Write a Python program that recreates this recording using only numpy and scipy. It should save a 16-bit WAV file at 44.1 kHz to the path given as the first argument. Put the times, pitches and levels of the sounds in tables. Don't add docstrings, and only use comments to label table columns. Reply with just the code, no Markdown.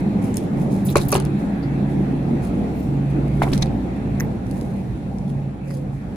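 import sys
import numpy as np
from scipy import signal
from scipy.fft import rfft, irfft, next_fast_len
from scipy.io import wavfile
from scipy.ndimage import uniform_filter1d, map_coordinates

SR = 44100
rng = np.random.default_rng(int(sys.argv[2]) if len(sys.argv) > 2 else 0)


def how_loud(loudness_db):
    steps = np.asarray(loudness_db, float) / 20
    return 10 ** steps


def unload_wav(signal):
    wavfile.write(
        sys.argv[1],
        SR,
        np.round(np.clip(np.atleast_2d(signal).T, -1, 1) * 32767).astype(np.int16),
    )


N = 271646

# time [s], distance from the row [m].
WALK = [
    (0, 0.93),
    (1.1, 0.92),
    (3.6, 0.96),
    (4.3, 1.235),
    (4.8, 1.65),
    (5.25, 2.1),
    (5.7, 2.12),
    (6.16, 1.92),
]
# pitch [Hz], phase drift [rad].
HUM_TONES = [
    (59.2, 1.2),
    (139.6, 0.48),
    (279, 1.4),
]
# time [s], level [dB].
MAINS_LEVEL = [(0, -44), (.9, -46), (1.0, -36.5), (2.3, -37), (3.5, -30.5), (4.6, -36.5), (5.3, -39.5),
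               (6.16, -40)]
# start [s], length [s], level [dB].
CRESTS = [(-.02, 0.2, -28.5), (.46, 0.35, -27.5), (.8, .64, -24.5), (1.56, 0.93, -26), (2.82, 0.91, -22.5),
          (3.95, 0.425, -28.5), (4.45, 0.376, -33), (4.85, 0.32, -36), (5.18, 0.41, -25.5),
          (5.58, 0.485, -28)]
# centre [Hz], width [Hz], level [dB].
DUCT = [(191.8, 14.7, -7), (209.7, 9.2, -9)]
# start [s], length [s], level over the steady throb [dB].
SURGES = [(.02, .36, 3.5), (.5, 0.072, 10.5), (.66, 0.38, 5.5), (1.28, 0.29, 5.5), (1.79, .13, 12),
          (2.0, 0.075, 2), (2.38, 0.13, 2.5), (3.2, 0.12, 8), (3.52, 0.14, -16), (4.2, 0.058, 3),
          (4.66, 0.15, 3), (5.2, 0.11, 7)]
# frequency [Hz], density [dB per Hz].
FAN_RUMBLE = [(70, -18), (130, -4.5), (170, 4.5), (230, 3), (300, -8.5), (400, -8.5), (470, -10.5),
              (550, -11.5), (660, -14), (800, -12), (1050, -25.5), (1600, -52)]
# frequency [Hz], density [dB per Hz].
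HALL_DEEP = [(22, -39), (45, -3), (70, -3), (100, 1.5), (120, 5), (170, -12), (260, -48)]
# frequency [Hz], density [dB per Hz].
CABINET_BOOM = [(190, -14), (250, 1.5), (330, 2), (420, -12.5), (520, -45.5)]
# frequency [Hz], density [dB per Hz].
AIR_CURTAIN = [(700, -26), (1100, 2.5), (1400, 2), (2100, 0), (2600, -3), (2900, -11), (4200, -12),
               (4800, -22.5), (6000, -78)]
# frequency [Hz], density [dB per Hz].
FAR_HISS = [(3500, -16), (5000, -24), (7600, -17), (9500, 7), (10900, -5), (12500, -6), (14400, -1),
            (15400, -1), (16000, -12), (16300, -50), (17000, -70)]
# frequency [Hz], left-right likeness [-1 to 1].
ROOM_ALIKE = [(60, 0.92), (130, 0.95), (290, 0.89), (640, 0.32), (1410, -0.17), (3100, 0.11), (6820, -0.29),
              (9500, 0.92), (12000, 0.94)]
# frequency [Hz], left minus right [dB].
FRIDGE_TILT = [(60, -0.5), (110, -3.5), (200, 0), (380, -2), (700, 1), (1290, 0), (2380, -0.5), (4400, 1.5),
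               (8120, -4.5), (15000, 2)]

# start [s], length [s], rise [share 0-1], level [dB].
BRUSHES = [(0, 0.018, 0.3, -52.5), (.214, 0.22, 0, -50), (0.346, 0.041, .9, -47), (0.377, .12, .5, -54),
           (0.562, 0.14, 0.38, -53), (0.702, 0.21, 0.03, -50), (0.849, 0.044, .6, -43),
           (0.887, 0.057, 0.5, -41), (0.9562, .008, 0.1, -33), (0.965, 0.028, 0.2, -30),
           (0.99, 0.096, 0.28, -41), (1.084, .018, 0.3, -40), (1.103, .027, 0, -36),
           (1.119, 0.012, 0.5, -35), (1.143, .036, 0.5, -34), (1.377, 0.12, 0.25, -56),
           (1.872, 0.096, 0.5, -59), (2.418, 0.1, 0.3, -49.5), (2.727, 0.19, 0.55, -61),
           (3.077, .08, .4, -61), (3.282, 0.21, 0.7, -57), (3.416, 0.037, 0.3, -41.5),
           (3.432, 0.13, 0.33, -48), (3.52, 0.089, 0.1, -45), (3.61, 0.014, .3, -46),
           (4.443, 0.4, 0.33, -56), (4.672, 0.26, .45, -64), (5.273, .06, .5, -60), (5.632, .19, 0.62, -54),
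           (5.915, 0.092, 0.4, -63)]
# frequency [Hz], density [dB per Hz].
BRUSH_SPECTRUM = [(2500, -8), (5000, -4.5), (7500, 1), (10000, 3.5), (13500, 2.5), (16000, -5),
                  (17000, -59)]
# start [s], length [s], resonance [Hz], level [dB].
SCRAPES = [(.843, 0.042, 13100, -33), (.884, 0.045, 13400, -35), (.908, 0.022, 7500, -48),
           (.847, 0.058, 10000, -37.5), (.852, 0.043, 7460, -47), (.99, 0.058, 4000, -47),
           (1.1255, 0.006, 6100, -24), (1.124, .008, 13500, -33), (1.125, 0.06, 980, -35),
           (2.725, 0.19, 13500, -56), (3.526, 0.032, 1910, -47), (3.619, 0.012, 5640, -32),
           (3.621, 0.013, 3900, -31.5), (4.199, 0.0045, 6140, -34), (4.2045, 0.0045, 5900, -33),
           (4.209, 0.006, 12900, -33), (4.205, 0.042, 10800, -58), (5.69, 0.05, 2000, -58),
           (5.67, 0.14, 4900, -62.5)]
# start [s], length [s], resonance [Hz], level [dB].
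SKIDS = [(.885, 0.049, 3700, -42), (.886, 0.052, 2500, -47), (.916, 0.013, 6400, -48),
         (3.427, .01, 13400, -39), (.9565, 0.058, 2380, -33.5), (.959, 0.056, 4200, -36),
         (1.083, .023, 13000, -29.5), (1.105, .027, 13100, -32), (1.124, 0.053, 2550, -36.5),
         (1.122, 0.088, 4200, -40.5), (1.19, 0.056, 2880, -51), (1.624, 0.061, 4570, -55),
         (3.418, 0.055, 2150, -37), (3.533, .012, 3950, -38), (3.626, .016, 4050, -38),
         (3.623, .008, 6300, -36), (3.62, 0.023, 2100, -38.5), (4.199, 0.014, 13100, -30.5),
         (4.215, 0.047, 13300, -45)]
# frequency [Hz], left-right likeness [0 to 1].
RUB_ALIKE = [(3000, 0.35), (6500, 0.5), (9000, 0.9), (13000, 0.95)]

# start [s], foil level [dB].
FAINT_TICKS = [(0.223, -43), (0.378, -27), (0.4014, -44), (0.7218, -52), (0.3145, -50), (0.4165, -48),
               (4.975, -47), (1.1934, -43), (1.2084, -39), (1.222, -34), (1.2584, -42), (2.4199, -43),
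               (2.4488, -38), (3.28, -39), (3.3378, -40), (3.963, -44), (4.466, -39), (5.2789, -41),
               (5.294, -39), (5.2999, -37)]
# start [s], foil level [dB], wall ring [Hz],
# wall level [dB], brightness [dB per octave].
SET_DOWN = [(0.3411, -37, 7200, -28.5, -1), (0.3574, -32, 7310, -35, -1), (0.3688, -11, 7360, -28, -1.5),
            (0.9562, -19, 5700, -21, 0), (0.971, -14.5, 7090, -25, -2.5), (0.98, -23, 5830, -25, -11.5),
            (1.008, -32, 4000, -51, 3), (1.02, -29, 3500, -38, 0), (1.0144, -29, 3910, -31, -1),
            (1.034, -32, 3870, -43, -6.5), (1.051, -28, 7560, -47, 3), (1.1174, -3.5, 5000, -37, 0.7),
            (1.1245, -19, 3800, -26, 1), (1.128, -22, 6100, -23, 0), (1.142, -9, 5000, -26, 0),
            (1.152, -17.5, 2780, -21.5, -3), (1.16, -22, 2760, -30, -6), (1.168, -22.5, 3980, -30, -4),
            (1.178, -21, 6020, -44, -4), (1.1997, -20, 4200, -33.5, -1.5), (1.2503, -26.5, 4260, -38, -1)]
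# start [s], foil level [dB], wall ring [Hz],
# wall level [dB], brightness [dB per octave].
JOSTLE = [(3.421, -34, 2890, -28, 6), (3.425, -23, 2800, -39, -7), (3.432, -17, 3450, -30, -5),
          (3.437, -29, 5000, -40, -6), (3.4864, -40, 2820, -41, 1), (3.5197, -33, 5500, -40, -2),
          (3.5293, -23, 2600, -29, -6.5), (3.5325, -19.5, 3540, -22, -4), (3.5357, -25, 5200, -26, -7),
          (3.546, -25, 4170, -45, -4), (3.5554, -31, 4090, -45, -3), (3.567, -27, 3560, -48, -4.5),
          (3.577, -21.5, 4270, -32, -3), (3.586, -40, 4200, -42, 0), (3.622, -19, 3570, -37, -3.5),
          (3.626, -26, 6000, -29, 1), (3.6307, -21, 4130, -29, -5), (3.658, -35, 4200, -42, 0),
          (3.667, -30.5, 3590, -43, -4.5), (4.2, -30, 6200, -48, 2), (4.511, -29, 4380, -40.5, 1),
          (4.611, -32.5, 4470, -42, -2), (5.184, -39, 5000, -46.5, -3)]
# start [s], cup peak [dB], cup ring [Hz],
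# basket level [dB], hardness [0-1].
KNOCKS = [(0.955, -5, 1076, -7, 0.76), (0.964, -10.5, 607, -15, 0.4), (1.1239, -13.5, 1150, -17, 0.7),
          (1.128, -13.5, 605, -32, 0.9), (1.131, -24, 764, -16, 1), (1.138, -25, 756, -35, 0.5),
          (1.145, -28, 820, -39, 0.8), (1.1514, -10.5, 783, -18.5, 0.53), (1.157, -17, 1260, -18, 1),
          (1.165, -24, 760, -25, 1), (1.177, -29, 686, -21, 0.2), (1.2, -27.5, 850, -43, 1),
          (3.418, -6.5, 747, -28, 0.85), (3.428, -23, 890, -38, 0.6), (3.435, -16, 676, -32, 0.25),
          (3.46, -28, 910, -40, 0.4), (3.468, -17.5, 760, -36, 0.55), (3.476, -23, 790, -23, 0.9),
          (3.531, -24, 630, -41, 0.8), (3.625, -25.5, 620, -33, 1), (4.2, -24, 1870, -60, 0.9),
          (4.2055, -17.5, 1880, -60, 0.86), (5.707, -33, 1890, -60, 0.53)]
# centre [Hz], width [Hz], level [dB].
FOIL = [(6090, 990, -6.5), (8100, 710, 3), (10000, 1180, 7), (13400, 2500, 3), (15800, 1140, -3)]
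# centre [Hz], width [Hz], level [dB].
BASKET = [(70.4, 19, 3.5), (376, 57, 3), (578, 66, -5), (1656, 21, -7), (2370, 270, -6)]

# time [s], pitch [Hz], level [dB].
SQUEAK = [
    (5.62, 493.5, -42),
    (5.632, 494, -50),
    (5.67, 561, -45),
    (5.778, 516, -41),
    (5.92, 497, -48),
]
# frequency [Hz], 60 dB decay [s].
AISLE_DECAY = [(300, 0.21), (2000, 0.2), (10000, 0.094)]
# frequency [Hz], gain [dB].
CASE_COLOUR = [(5000, 0.5), (8000, -2.5), (10000, -3), (12600, -9), (14400, -7), (15900, -14), (16200, -30),
               (16700, -50)]

HZ = np.fft.rfftfreq(4096, 1 / SR)
FANS_DB, CABINET_DB, CURTAIN_DB, OVERTONE_DB, DUCT_DB = -25.5, -31, -46, -36, -31
HALL_DB, FAR_HISS_DB = -32.5, -72
ROW_LOSS_DB, CABINET_LOSS_DB, CURTAIN_LOSS_DB, DUCT_LOSS_DB = 23, 35, 18.5, 11.5
SCRAPE_RISE, SKID_RISE = 0.4, 0.041
FAINT_WALL_HZ, FAINT_WALL_DB, FAINT_BRIGHT_DB = 3200, -12, -3.5
TICK_T60_S = 0.0075
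LIGHT_T60_S, DEADEN = 0.036, 2.1
LEFT_LATE_S, LATE_FROM_HZ, LATE_FULL_HZ = 0.000298, 5000, 8000


def unit(x):
    return x / np.sqrt(np.mean(x ** 2) + 1e-20)


def peak(x):
    return x / np.abs(x).max()


def along(points, hz):
    f, v = np.transpose(points)
    return np.interp(np.log(hz + 1), np.log(f + 1), v)


def curves(rows, **ends):
    s, *cols = np.transpose(rows)
    return [np.interp(np.arange(N) / SR, s, c, **ends) for c in cols]


def wobble(rate):
    knots = rng.standard_normal(int(N * rate / SR) + 4)
    return map_coordinates(knots, [np.arange(N) * rate / SR])


def plateaus(rows, edge_s):
    t = np.arange(N) / SR
    total = np.zeros(N)
    for s, length, db in rows:
        inside = np.clip(np.minimum(t - s, s + length - t) / edge_s, 0, 1)
        total += how_loud(db) * np.sin(np.pi / 2 * inside) ** 2
    return total


def filtered(x, response):
    m = next_fast_len(N + 8192)
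    return irfft(rfft(x, m) * response(np.fft.rfftfreq(m, 1 / SR)), m)[..., :N]


def modes(table, f):
    return sum((-1) ** k * how_loud(db) * 1j * f * w / (c * c - f * f + 1j * f * w)
               for k, (c, w, db) in enumerate(table))


def ports(length, alike):
    a, b = rng.standard_normal((2, length))
    return np.array([a, alike * a + np.sqrt(abs(1 - alike ** 2)) * b])


def add(out, s, burst, lag):
    for side, part, late in zip(out, burst, (0, lag)):
        side[round(s * SR) + late:][:len(part)] += part


def rush(spectrum, patchy_db, alike=ROOM_ALIKE):
    z = signal.stft(rng.standard_normal((2, N + 512)), nperseg=512)[2]
    field = uniform_filter1d(rng.standard_normal(z.shape[1:]), size=6, axis=0)
    field = uniform_filter1d(field, size=14, axis=1)
    pair = signal.istft(z * how_loud(patchy_db * unit(field)), nperseg=512)[1][:, :N]

    def spread(hz):
        turn = np.arccos(np.clip(along(alike, hz), -1, 1)) / 2
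        return how_loud(along(spectrum, hz)) * np.array([np.cos(turn), np.sin(turn)])

    mid, side = filtered(pair, spread)
    return unit(np.array([mid + side, mid - side]))


def fridges():
    decades = np.log10(curves(WALK)[0])
    air = how_loud(FANS_DB - ROW_LOSS_DB * decades + 1.85 * wobble(9)) * rush(FAN_RUMBLE, patchy_db=0.9)
    air += how_loud(HALL_DB + 1.9 * wobble(4.1)) * rush(HALL_DEEP, patchy_db=0.9)
    air += how_loud(CABINET_DB - CABINET_LOSS_DB * decades) * rush(CABINET_BOOM, patchy_db=2.5)
    curtain_gain = how_loud(CURTAIN_DB - CURTAIN_LOSS_DB * decades + 0.59 * wobble(3.17))
    air += curtain_gain * rush(AIR_CURTAIN, patchy_db=1.75)
    air += how_loud(FAR_HISS_DB) * rush(FAR_HISS, patchy_db=0.4)

    t = np.arange(N) / SR
    mains, pump, overtone = [np.sqrt(2) * np.sin(2 * np.pi * hz * t + drift * wobble(8))
                             for hz, drift in HUM_TONES]
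    buzz = mains + 0.66 * (mains ** 2 - 1)
    tones = how_loud(curves(MAINS_LEVEL)[0] + 1.5 * wobble(7.8)) * buzz
    tones += plateaus(CRESTS, edge_s=0.11) * how_loud(0.66 * wobble(16)) * pump
    tones += how_loud(OVERTONE_DB - CABINET_LOSS_DB * decades + 2.5 * wobble(11)) * overtone

    duct = unit(filtered(rng.standard_normal(N), lambda f: modes(DUCT, f) ** 2))
    duct /= np.sqrt(np.abs(uniform_filter1d(duct ** 2, size=6000))) + 0.5
    throb = how_loud(DUCT_DB - DUCT_LOSS_DB * decades) * (0.9 + 0.71 * plateaus(SURGES, edge_s=0.061))
    row = air + tones + throb * unit(duct)
    return filtered(row, lambda f: how_loud(np.outer([.5, -.5], along(FRIDGE_TILT, f))))


def rustle():
    out, f = np.zeros((2, N + SR)), np.fft.rfftfreq(16384, 1 / SR)
    alike = along(RUB_ALIKE, f)
    strokes = [(*row, how_loud(along(BRUSH_SPECTRUM, f))) for row in BRUSHES]
    for rows, rise in ((SCRAPES, SCRAPE_RISE), (SKIDS, SKID_RISE)):
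        for s, length, hz, db in rows:
            strokes.append((s, length, rise, db, modes([(hz, 0.24 * hz, 0)], f) ** 2))
    for s, length, rise, db, colour in strokes:
        u, rise = np.arange(16384) / SR / length, np.clip(rise, .06, .9)
        fall = np.clip((1.3 - u) / (1.3 - rise), 0, 1) ** 2.14
        swell = np.clip(u / rise, 0, 1) ** 0.67 * fall
        a, b = rfft(rng.standard_normal((2, 16384)))
        pair = np.array([a, alike * a + np.sqrt(1 - alike ** 2) * b])
        add(out, s, 2.1 * swell * how_loud(db) * unit(irfft(pair * colour)), lag=0)
    grain = unit(how_loud(2.6 * wobble(520) + 1.2 * wobble(90)))
    return out[:, :N] * grain


def ticks(out):
    t = np.arange(4096) / SR
    faint = [(s, db, FAINT_WALL_HZ, db + FAINT_WALL_DB, FAINT_BRIGHT_DB) for s, db in FAINT_TICKS]
    shape = how_loud(-60 * t / TICK_T60_S) * (1 - np.exp(-10 * t / TICK_T60_S)) ** 2
    for s, db, hz, wall_db, bright_db in SET_DOWN + JOSTLE + faint:
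        bright = how_loud(4.24 * bright_db * np.log2(HZ / 10000 + 0.013))
        foil = irfft(rfft(ports(len(t), 0.94) * shape) * modes(FOIL, HZ) * bright)
        wall_modes = [(hz, 0.2 * hz, 0), (1.52 * hz, .5 * hz, -7), (.5 * hz, 1.5 * hz, -12)]
        wall = irfft(rfft(ports(len(t), 0.27) * shape) * modes(wall_modes, HZ))
        add(out, s, how_loud(db + 2.0) * peak(foil) + how_loud(wall_db + 7.5) * peak(wall), lag=0)


def knocks(out):
    t = np.arange(4096) / SR
    for s, db, hz, basket_db, hard in KNOCKS:
        contact = 0.00081 * how_loud(-14 * hard)
        grit = 0.01 * ports(len(t), 0.27) * how_loud(-60 * t / 0.0045)
        push = rfft(np.exp(-((t - .0008) / contact) ** 2) + grit)
        width = 2.15 * (1 + DEADEN * 2 * how_loud(db)) / LIGHT_T60_S * max(hz / 1100, 1) ** 1.8
        cup_modes = [(hz, width, 0), (1.388 * hz, 0.78 * width, -3),
                     (1.77 * hz, 2.0 * width, -7), (2.7 * hz, 3 * width, -10)]
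        small_body = (1j * HZ / (1j * HZ + 0.31 * hz)) ** 4
        cup = irfft(push * modes(cup_modes, HZ) * small_body)
        floor = irfft(push * modes(BASKET, HZ) * np.exp(-2j * np.pi * HZ * 0.00177))
        blow = how_loud(db + 1.5) * peak(cup) + how_loud(basket_db + 4.5) * peak(floor)
        add(out, s, how_loud([[-0.3], [0.3]]) * blow, lag=6)


def cups():
    out = np.zeros((2, N + SR))
    ticks(out)
    knocks(out)
    return out[:, :N]


def aisle(x):
    hz, t, z = signal.stft(rng.standard_normal((2, SR // 3)), SR, nperseg=256)
    decay = how_loud(-60 * t / along(AISLE_DECAY, hz)[:, None])
    tail = signal.istft(z * decay, SR, nperseg=256)[1]
    late = np.pad(x, ((0, 0), (150, 0)))
    return signal.fftconvolve(late, tail / np.linalg.norm(tail[0]), axes=1)[:, :N]


def wheel():
    hz = curves(SQUEAK)[0]
    db = curves(SQUEAK, left=-120, right=-120)[1]
    phase = 2 * np.pi * np.cumsum(hz) / SR + 2.2 * wobble(45)
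    return uniform_filter1d(how_loud(db + 6.0), size=900) * np.sin([phase, phase + 1.5])


def case(hz):
    late = LEFT_LATE_S * np.clip((hz - LATE_FROM_HZ) / (LATE_FULL_HZ - LATE_FROM_HZ), 0, 1)
    return how_loud(along(CASE_COLOUR, hz)) * np.exp(-2j * np.pi * np.outer([1, 0], hz * late))


def gate(x, floor_db):
    hz, _, z = signal.stft(np.array([x[0] + x[1], x[0] - x[1]]) / 2, SR, nperseg=2048)
    edges = np.arange(9650, 16600, 345)
    for lo, hi in zip(edges, edges[1:]):
        band = (hz >= lo) & (hz < hi)
        level = np.sqrt(np.mean(np.abs(z[:, band]) ** 2, axis=1, keepdims=True))
        z[:, band] *= level > how_loud(floor_db)
    mid, side = signal.istft(z * (hz < edges[-1])[:, None], SR, nperseg=2048)[1][:, :N]
    return np.array([mid + side, mid - side])


def scene():
    hum = fridges() + wheel()
    near = cups()
    return near + how_loud(-10.5) * aisle(near) + rustle() + hum


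def low_pass(x):
    return signal.sosfilt(signal.butter(12, 16510, fs=SR, output="sos"), x)


def record(dry):
    coloured = filtered(dry, case)
    rounded = coloured / (1 + np.abs(coloured / .97) ** 6) ** (1 / 6)
    return low_pass(gate(rounded, floor_db=-100.0))


dry = scene()
out = record(dry)
unload_wav(out)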